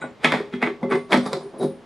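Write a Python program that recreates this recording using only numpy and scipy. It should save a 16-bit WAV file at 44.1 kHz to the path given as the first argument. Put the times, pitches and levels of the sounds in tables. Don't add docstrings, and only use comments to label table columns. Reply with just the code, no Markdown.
import sys
import numpy as np
from scipy import signal
from scipy.fft import rfft, irfft
from scipy.io import wavfile
from scipy.ndimage import uniform_filter1d

SR = 44100
rng = np.random.default_rng(int(sys.argv[2]) if len(sys.argv) > 2 else 0)


def dump_mix(stems):
    frames = np.atleast_2d(stems).T
    limited = np.clip(frames, -1, 1)
    pcm = np.round(limited * 32767).astype(np.int16)
    wavfile.write(sys.argv[1], SR, pcm)


N = 81585

# start in seconds, clack in dB, hardness in Hz, tick in dB, thump in dB, thump pitch in Hz.
COVER_KNOCKS = [(.040, -27, 830, -83, -32.5, 261), (0.2457, -11.5, 4320, -24, -19, 223),
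                (0.3213, -15, 2300, -30, -22.5, 275), (.339, -19, 980, -51, -19.5, 231),
                (0.401, -29.5, 1100, -51, -27, 421), (.536, -36.5, 2000, -64, -22.5, 237),
                (.628, -18.5, 2660, -66, -17.5, 228), (0.673, -25.5, 2080, -66, -23.5, 333),
                (0.829, -26.5, 770, -54, -18, 224.5), (0.914, -24.5, 1850, -68, -24, 232),
                (.9545, -31.5, 1460, -41.5, -27, 171), (1.122, -16, 2620, -31, -23, 325),
                (1.13, -11, 2080, -27, -31, 296), (1.142, -13.5, 1080, -28, -14, 235),
                (1.174, -26, 1220, -33.5, -14, 240), (1.262, -25, 1180, -36, -22.5, 224.4),
                (1.331, -22.5, 1390, -27.5, -28.5, 554), (1.612, -33, 635, -66, -37, 280),
                (1.633, -26, 710, -57, -23, 237.5), (1.648, -25.5, 500, -60, -25, 244),
                (1.708, -34.5, 600, -71, -32.5, 372)]
# start, peak and end in seconds, scrape in dB, hardness in Hz, hiss in dB.
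STEM_SLIDES = [(0, 0.017, 0.19, -36.5, 1900, -69), (0.202, 0.25, 0.37, -21.5, 2490, -35),
               (0.248, 0.325, 0.55, -26, 2320, -43.5), (0.492, 0.539, 0.63, -38, 2500, -52.5),
               (0.585, 0.627, 0.79, -23, 2060, -44), (0.785, 0.838, 0.91, -30, 760, -60),
               (0.873, 0.919, 1.042, -22.5, 1740, -44), (1.084, 1.125, 1.295, -19.5, 1320, -32.5),
               (1.202, 1.266, 1.372, -32.5, 1270, -43.5), (1.282, 1.32, 1.656, -35, 1000, -49.5),
               (1.523, 1.539, 1.72, -43, 770, -76), (1.524, 1.631, 1.746, -28, 653, -47)]
# start in seconds, level in dB, centre and spread of the excited band in Hz.
SHELL_TOUCHES = [(.008, -50, 7950, 800), (.008, -54, 3855, 100), (.02, -20, 1470, 100),
                 (.2457, -16, 2170, 200), (.2457, -20, 1290, 100), (.2457, -25, 3450, 300),
                 (.3211, -22, 1865, 80), (.536, -38, 2070, 50), (.536, -42, 3290, 200),
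                 (.628, -23, 2150, 300), (.83, -32, 2070, 50), (.83, -45, 3450, 200),
                 (.895, -59, 8800, 1300), (.935, -29, 2070, 50), (.945, -60, 8500, 1300),
                 (1.225, -57, 8500, 1000), (1.122, -24, 3300, 300), (1.131, -25, 1930, 200),
                 (1.262, -49, 10600, 900), (1.415, -64, 9372, 300), (1.581, -55, 10500, 2000),
                 (1.6, -49, 3855, 100), (1.615, -39, 1470, 100), (1.625, -55, 10500, 2000)]
# peak time in seconds, build-up in seconds, hum level in dB.
COVER_RUBS = [(0.406, 0.0051, -25.5), (.565, 0.044, -27.5), (0.711, 0.031, -26), (0.869, 0.037, -23),
              (0.959, 0.082, -16), (1.201, 0.17, -27.5), (1.363, 0.047, -23), (1.465, 0.048, -29),
              (1.651, 0.06, -18)]
# frequency in Hz, level in dB, t60 in seconds.
PIPE_MODE_HZ = [156, 198, 244, 344, 410, 543, 735, 874, 1036, 1132]
PIPE_MODE_DB = [6.9, 2.3, 8.4, 12.2, 11.1, 4.75, 0.93, 3.4, 1.1, 1.7]
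PIPE_MODE_T60_S = [0.22, 0.17, 0.35, 0.26, 0.49, 0.24, 0.072, 0.16, 0.27, 0.51]
SHELL_MODE_HZ = [1290, 1470, 1865, 2005, 2070, 2170, 2240, 3290, 3490, 3855, 7165, 8445, 9372, 10140, 11900,
                 12680]
SHELL_MODE_DB = [1.5, 0.5, 8, 5, 2, 2, 3.5, 13, 5.5, 4.5, 7, 2, 7.5, 9, -9, -14]
SHELL_MODE_T60_S = [0.12, 0.097, 0.1, 0.073, 0.19, 0.12, 0.052, 0.033, 0.037, 0.25, 0.17, 0.14, 0.35, 0.087,
                    0.37, 0.27]
# frequency in Hz, relative level in dB.
CLACK_SPECTRUM = [(60, -58.5), (130, -7), (250, -5.5), (480, -2), (1000, -3.5), (2200, 1), (2800, -7.5),
                  (3500, -3), (4300, -19.5), (10000, -33)]
TICK_SPECTRUM = [(500, -6.5), (2500, -12.5), (3600, 10), (5000, 7), (6000, -1), (8200, -2.5), (10200, -2.5),
                 (10900, -24.5), (12500, -13.5)]
SIDE_SPECTRUM = [(300, -12.5), (4000, -5.5), (9000, -15.5)]
ROOM_NOISE_SPECTRUM = [(25, 11.5), (100, -3), (170, -0.5), (400, -3), (800, -8.5), (4000, -25),
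                       (9500, -40.5), (11000, -48)]
# frequency in Hz, t60 in seconds.
ROOM_DECAY = [(150, 0.37), (500, 0.25), (2000, 0.11), (5000, 0.39), (10000, 0.14)]

PIPE_PUSH_DB, SLIDE_PUSH_DB = 13, 5.5
ROOM_DB, THUMP_ROOM_DB, ROOM_SIDE_DB, NOISE_SIDE_DB = -4, -5, -12.5, -10.5


def knocks(rise_s=.0032, lag_s=.0016):
    clacks, thumps, pushes = np.zeros((3, N))
    t = np.arange(SR // 5) / SR
    swell = t / rise_s * np.exp(1 - t / rise_s)
    for start, db, hard_hz, tick_db, thump_db, thump_hz in COVER_KNOCKS:
        contact = colour(CLACK_SPECTRUM, hard_hz)
        add(clacks, start, undb(db) * through(chatter(t, t60=.047), contact))
        add(clacks, start, undb(tick_db) * through(chatter(t, t60=.026), colour(TICK_SPECTRUM)))
        add(thumps, start + lag_s, undb(thump_db) * swell * np.sin(2 * np.pi * thump_hz * t))
        add(pushes, start, undb(db + PIPE_PUSH_DB) * contact)
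    return clacks, thumps, pushes


def chatter(t, t60):
    impulses = rng.choice([-1., 1.], len(t)) * fade(t, t60)
    impulses[0] = np.sqrt(.0009 * SR)
    return impulses


def slides(slips_per_s=1600, spread_db=4.5, range_db=41.5):
    out, t = np.zeros(N), np.arange(N) / SR
    for start, peak, end, db, hard_hz, hiss_db in STEM_SLIDES:
        slips = (rng.random(N) < slips_per_s / SR) * rng.choice([-1, 1], N)
        strength = undb(spread_db * rng.standard_normal(N).clip(-2, 2))
        effort = undb(np.interp(t, [start, peak, end], [-range_db, 0, -range_db]))
        effort *= (t > start) * (t < end)
        contact = undb(db) * colour(CLACK_SPECTRUM, hard_hz) + undb(hiss_db) * colour(TICK_SPECTRUM)
        out += through(unit(slips * strength) * np.sqrt(N) * effort, contact)
    return out


def pipework(force):
    response, t = np.zeros(SR), np.arange(SR) / SR
    for hz, db, t60 in zip(PIPE_MODE_HZ, PIPE_MODE_DB, PIPE_MODE_T60_S):
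        gain = undb(db) * 2 * np.log(1000) / (t60 * SR)
        response += gain * fade(t, t60) * np.cos(2 * np.pi * hz * t)
    return through(force, response)


def shell(rise_s=.004, flutter_db=2.5, jitter_rad=.4):
    out, t = np.zeros(N), np.arange(N) / SR
    for hz, mode_db, t60 in zip(SHELL_MODE_HZ, SHELL_MODE_DB, SHELL_MODE_T60_S):
        level = np.zeros(N)
        ring = (1 - np.exp(-t / rise_s)) * fade(t, t60)
        for start, db, centre_hz, spread_hz in SHELL_TOUCHES:
            coupling = np.exp(-np.square((hz - centre_hz) / spread_hz))
            add(level, start, coupling * undb(db + mode_db) * ring)
        level *= undb(flutter_db * wander())
        out += level * np.sin(2 * np.pi * hz * t + jitter_rad * wander())
    return out


def cover_hum(hz=391, pitch_spread=.025, t60=.16, flutter_db=2.5):
    level, t = np.zeros(N), np.arange(N) / SR
    for peak, build, db in COVER_RUBS:
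        rise = np.interp(t, [peak - build, peak], [0, 1])
        decay = fade(np.maximum(t - peak, 0), t60)
        level = np.maximum(level, undb(db) * rise * decay)
    phase = 2 * np.pi * np.cumsum(hz * (1 + pitch_spread * wander())) / SR
    return level * undb(flutter_db * wander()) * np.sin(phase)


def room_tail(onset_s=.00043):
    t = np.arange(SR * 3 // 5) / SR
    noise, hz = rfft(rng.standard_normal(len(t))), np.fft.rfftfreq(len(t), 1 / SR)
    octaves_hz = np.geomspace(100, 12800, 8)
    tail = np.zeros(len(t))
    for centre, weights in zip(octaves_hz, np.eye(8)):
        band = lookup(list(zip(octaves_hz, weights)), hz)
        tail += irfft(noise * band, len(t)) * fade(t, lookup(ROOM_DECAY, centre))
    return unit(tail * (1 - np.exp(-np.square(t / onset_s))))


def room_noise(db=-44):
    return undb(db) * through(rng.standard_normal(N), colour(ROOM_NOISE_SPECTRUM))


def colour(points, hard_hz=np.inf, size=2048, dull_order=3.05):
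    hz = np.fft.rfftfreq(size, 1 / SR)
    magnitude = undb(lookup(points, hz)) / np.hypot(1, (hz / hard_hz) ** dull_order)
    cepstrum = irfft(np.log(magnitude))
    cepstrum[1:size // 2] *= 2
    cepstrum[size // 2 + 1:] = 0
    return unit(irfft(np.exp(rfft(cepstrum))))


def wander(steps_per_s=130):
    hold = int(SR / steps_per_s)
    steps = np.repeat(rng.standard_normal(N // hold + 1), hold)
    return 1.3 * uniform_filter1d(uniform_filter1d(steps, hold), hold)[:N]


def undb(db):
    return 10 ** (np.asarray(db) / 20)


def unit(x):
    return x / np.sqrt(np.sum(x ** 2))


def fade(t, t60):
    return np.exp(-np.log(1000) * t / t60)


def lookup(points, hz):
    frequencies, values = np.array(points).T
    return np.interp(np.log(hz + 1), np.log(frequencies), values)


def through(x, response):
    return signal.fftconvolve(x, response)[:N]


def add(out, start_s, x):
    i = max(int(start_s * SR), 0)
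    out[i:i + len(x)] += x[:N - i]


def scene():
    clacks, thumps, pushes = knocks()
    scrape = slides()
    contacts = clacks + scrape + shell()
    low = thumps + pipework(thumps + pushes + undb(SLIDE_PUSH_DB) * scrape)
    into_room = undb(ROOM_DB) * (contacts + undb(THUMP_ROOM_DB) * low)
    mid_noise, side_noise = room_noise(), undb(NOISE_SIDE_DB) * room_noise()
    mid = contacts + low + cover_hum() + through(into_room, room_tail()) + mid_noise
    lateral = through(into_room, room_tail())
    side = undb(ROOM_SIDE_DB) * through(lateral, colour(SIDE_SPECTRUM)) + side_noise
    return np.array([mid + side, mid - side])


def record(dry):
    low_cut_hz, top_hz = 112, 13000
    thinned = signal.lfilter(*signal.butter(2, low_cut_hz, "high", fs=SR), dry)
    return signal.sosfilt(signal.ellip(8, .2, 70, top_hz, fs=SR, output="sos"), thinned)


dry = scene()
out = record(dry)
dump_mix(out)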